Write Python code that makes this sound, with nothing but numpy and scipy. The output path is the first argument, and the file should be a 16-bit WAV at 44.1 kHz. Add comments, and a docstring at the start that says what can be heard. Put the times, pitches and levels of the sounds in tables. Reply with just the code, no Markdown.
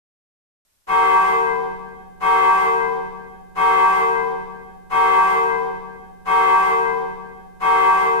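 """Over the roofs of a village, a church bell sounds six times, about every 1.35 s, the same blow each time.
Each blow is the same sum of decaying sines: split partials beat, swell in the reverberant air and come back
once as an echo; weak overtones shimmer around them. Coloured noise with frequency-dependent decay makes the
clang; a low partial lingers as a hum. Faint steady noise is the hiss beneath."""
import sys
import numpy as np
from scipy import signal
from scipy.fft import rfft, irfft, next_fast_len
from scipy.io import wavfile

SR = 44100
rng = np.random.default_rng(int(sys.argv[2]) if len(sys.argv) > 2 else 0)


def bounce(signal):
    """Save signal as a 16-bit WAV file at the path given by the first command-line argument."""
    frames = np.transpose(np.atleast_2d(signal))
    limited = np.clip(frames, -1, 1)
    pcm = np.round(limited * 32767).astype(np.int16)
    wavfile.write(sys.argv[1], SR, pcm)


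N = 361619

# hammer blows, all equally strong: start_s
STROKE_STARTS_S = [.867, 2.199, 3.549, 4.895, 6.249, 7.597]
# background hiss colour: freq_hz, relative_level_db_per_hz
AIR_COLOUR = [(25, 20), (100, 13), (300, 5), (1000, 6), (3000, 3.5), (8000, 5.5), (13000, 5.5)]
# diffuse clang between the partials: freq_hz, relative_level_db_per_hz, t60_s
CLANG_BANDS = [(22.4, -6.5, 10), (36.2, -13, 8.8), (57.6, -10, 11), (110, -22, 3.2), (176, -13.5, 8.5),
               (266, -16, 3.2), (442, -5.5, 2.93), (647, -10, 1.79), (1047, 0.5, 1.39), (1900, -13, 1.18),
               (2080, -10.5, 1.27), (3200, -20, 1.32), (4330, -28, 1.61), (9200, -31, 1.2),
               (13700, -35, 1.1)]
# weak partials: pitch_hz, level_db, t60_s
WEAK_PARTIALS = [(150, -50, 1.6), (625, -52, 1.9), (792, -39.5, 1.1), (1146.6, -25.5, 1.36),
                 (1303, -35.5, 0.22), (1403, -48.5, 0.92), (1530, -40.5, 1.4), (1680, -44.5, 2.8),
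                 (1904, -43, 1.68), (2181, -39.5, 0.89), (2495, -53, 2.8), (3085, -48.5, 2.1),
                 (3104, -45.5, 1.58), (3214, -42.5, 1.55), (3660, -54.5, 2.2), (4220, -54.5, 1.3)]
# strong partials, each with a twin mode close by: pitch_hz, level_db, left_minus_right_db, left_lead_rad,
# swell_s, hold_s, t60_s, echo_share, twin_offset_hz, twin_share, twin_left_lead_rad (extra)
# shares are amplitude ratios; a negative share opposes the partial
STRONG_PARTIALS = [(183.5, -42.5, 0.1, 3.5, 0.0084, 0.96, 5.7, 0.22, 1.75, 0.47, 2.0),
                   (382.3, -33, -6.5, -1.7, 0.072, 0.57, 2.13, -0.19, -3.5, 0.23, 2),
                   (454.5, -30, 8.5, 3, 0.078, 0.81, 0.95, 0.63, 2.04, 0.59, -1.98),
                   (761.3, -28.5, 5, 1.79, 0.0059, 0.54, 1.93, 0.17, 1, -0.45, 1),
                   (928.25, -18, 2.5, -2.08, 0.076, 0.23, 1.6, -0.42, 5, 0.63, -2.5),
                   (998, -30.5, 3.5, 2, 0.023, 0.72, 1.04, 0.47, -2.7, 0.54, -1.9),
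                   (1092.7, -30.5, 4.5, 1.4, 0.0067, 0.39, 1.15, 0.4, 0, -0.24, 0.4),
                   (1147, -20.5, 3.5, 2, 0.072, 0.5, 1.21, -0.98, -2.3, -0.34, -0.35),
                   (1582.6, -31.5, 1.5, -0.34, 0.028, 0.65, 1.62, -0.88, 1.04, 0.49, 2.04),
                   (2061.5, -32.5, 1.8, -1.8, 0.11, 0.56, 1.22, 0.0028, 4.5, 0.55, 0.1),
                   (2157, -35.5, 4.5, -0.5, 0.026, 0.079, 1.7, -0.24, -7.5, 0.91, -4.5),
                   (2575, -39, 4, -1.65, 0.017, 0.38, 1.33, 0.084, 3, -0.18, -1.28)]

AIR_DB, AIR_START_S = -65.5, .65
CLANG_DB, CLANG_SWELL_S, CLANG_HOLD_S = -28.5, 0.026, 0.43
CLANG_EASE = 1.21  # exponent; above 1 the wash starts gently
OVERTONE_HOLD_AT_1KHZ_S, HOLD_SLOPE = 0.34, 0.38  # lower tones hold longer
ECHO_DELAY_S, ECHO_RISE_S = .460, .005
SCATTER_FROM_HZ = 770  # longer waves pass round obstacles and waver less
ONSET_DB, ONSET_S = -46, 0.011
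TOP_HZ = 13500
SIDES = np.array([[1], [-1]])  # left, right
RING_S = np.arange(2 * SR) / SR  # time since the blow, every sample
SLOW_S = np.linspace(0, 2, 600)  # same span, coarse grid for envelopes


def undb(db):
    """Decibels to gain."""
    return 10 ** (np.asarray(db) / 20)


def along(hz, points_hz, values):
    """Straight lines between points on a log-frequency axis."""
    return np.interp(np.log(np.maximum(hz, 1)), np.log(points_hz), values)


def fade(t_s, t60_s):
    """Exponential decay from t = 0, down 60 dB after t60."""
    return np.exp(-np.log(1000) * np.maximum(t_s, 0) / t60_s)


def envelope(swell_s, hold_s, t60_s, delay_s=0):
    """Sound builds up as reflections gather, stays a while, then dies away."""
    t_s = np.maximum(SLOW_S - delay_s, 0)
    build_up = 1 - np.exp(-t_s / swell_s)
    return build_up * fade(t_s - hold_s, t60_s)


def noise(size, points_hz, db, ripple_db=0):
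    """Unrelated left and right noise of a given colour, rms 1; reflections comb it with peaks and valleys."""
    order = next_fast_len(size, True)
    hz = np.arange(order // 2 + 1) * SR / order
    comb_hz = np.arange(0, SR / 2, 20)
    ripple = np.clip(rng.standard_normal(len(comb_hz)), -2, 1)
    ripple = ripple * comb_hz / (comb_hz + 1500)  # shallower in the bass
    colour = undb(along(hz, points_hz, db) + ripple_db * np.interp(hz, comb_hz, ripple))
    white = rng.standard_normal((2, order))
    coloured = irfft(rfft(white) * colour, order)[:, :size]
    return coloured / coloured.std()


def scatter(width_hz):
    """Many paths add at random: a slow complex flutter for each ear, rms 1."""
    shape = (2, len(SLOW_S))
    white = rng.standard_normal(shape) + 1j * rng.standard_normal(shape)
    b, a = signal.butter(2, width_hz, fs=1 / SLOW_S[1])
    flutter = signal.lfilter(b, a, white)
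    return flutter / flutter.std()


def tone(hz, swing):
    """A sine for each ear whose rms size and phase follow a slow complex envelope."""
    carrier = np.sqrt(2) * np.exp(2j * np.pi * hz * RING_S)
    return np.array([(np.interp(RING_S, SLOW_S, ear) * carrier).real for ear in swing])


def air():
    """Faint coloured noise that sets in shortly before the first blow, then stays steady."""
    points_hz, db = np.transpose(AIR_COLOUR)
    started = np.arange(N) / SR > AIR_START_S
    return undb(AIR_DB) * noise(N, points_hz, db) * started


def clang():
    """The crash of the hammer, smeared into a reverberant wash whose treble dies first."""
    points_hz, db, t60_s = np.transpose(CLANG_BANDS)
    wash = noise(len(RING_S), points_hz, db, ripple_db=4.5)
    hz, t_s, bands = signal.stft(wash, SR, nperseg=1024)
    band_t60_s = along(hz, points_hz, t60_s)[:, None]
    bands = bands * fade(t_s - CLANG_HOLD_S, band_t60_s)
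    wash = signal.istft(bands, SR)[1][:, :len(RING_S)]
    swell = (1 - np.exp(-RING_S / CLANG_SWELL_S)) ** CLANG_EASE
    return undb(CLANG_DB) * wash * swell


def overtones(swell_s=0.015, steady=0.54, flutter=0.69, flutter_hz=7):
    """Weak partials brighten the blow and shimmer among the reflections."""
    direct = steady * np.array([[1], [1j]])  # a quarter turn between the ears: wide, not centred
    out = 0
    for hz, db, t60_s in WEAK_PARTIALS:
        hold_s = OVERTONE_HOLD_AT_1KHZ_S * (1000 / hz) ** HOLD_SLOPE
        shimmer = direct + flutter * scatter(flutter_hz)
        out = out + tone(hz, undb(db) * envelope(swell_s, hold_s, t60_s) * shimmer)
    return out


def partials(flutter=0.33, tail_flutter=0.82, flutter_hz=7):
    """The bell is not quite round, so partials beat slowly against their twins; an echo returns once."""
    out = 0
    for (hz, db, pan_db, lead_rad, swell_s, hold_s, t60_s,
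         echo_share, twin_hz, twin_share, twin_lead_rad) in STRONG_PARTIALS:
        # the twin radiates in another direction, so each beat reaches the ears at different moments
        twin_rad = 2 * np.pi * twin_hz * SLOW_S + SIDES * twin_lead_rad
        beat = 1 + twin_share * np.exp(1j * twin_rad)
        place = undb(SIDES * pan_db / 2) * np.exp(.5j * SIDES * lead_rad)
        # as the tone dies, scattered reflections take over and make it waver
        late = np.clip((SLOW_S - hold_s) * 2, 0, 1)
        depth = (flutter + (tail_flutter - flutter) * late) * min(1, hz / SCATTER_FROM_HZ)
        wander = depth * scatter(flutter_hz)
        direct = beat * place * (1 - late * tail_flutter / 2)
        ring = envelope(swell_s, hold_s, t60_s) * (direct + wander)
        # the echo reaches both ears alike
        echo = echo_share * envelope(ECHO_RISE_S, 0, t60_s, delay_s=ECHO_DELAY_S)
        out = out + tone(hz, undb(db) * (ring + echo))
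    return out


def bell_stroke():
    """One hammer blow: tones that start weak before strong reflections follow, plus the clang."""
    onset = undb(ONSET_DB * np.exp(-RING_S / ONSET_S))
    stroke = clang() + (overtones() + partials()) * onset
    # the last half second fades out under the next blow
    return stroke * np.minimum(1, 2 * (RING_S[-1] - RING_S))


def scene():
    """The same blow falls six times over hiss, each over the dying ring of the one before."""
    out = air()
    stroke = bell_stroke()
    for start_s in STROKE_STARTS_S:
        start = int(start_s * SR)
        part = stroke[:, :N - start]
        out[:, start:start + part.shape[1]] += part
    return out


def record(dry):
    """A steep elliptic low-pass cuts the top."""
    low_pass = signal.ellip(10, .2, 80, TOP_HZ, fs=SR, output="sos")
    return signal.sosfilt(low_pass, dry)


dry = scene()
out = record(dry)
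bounce(out)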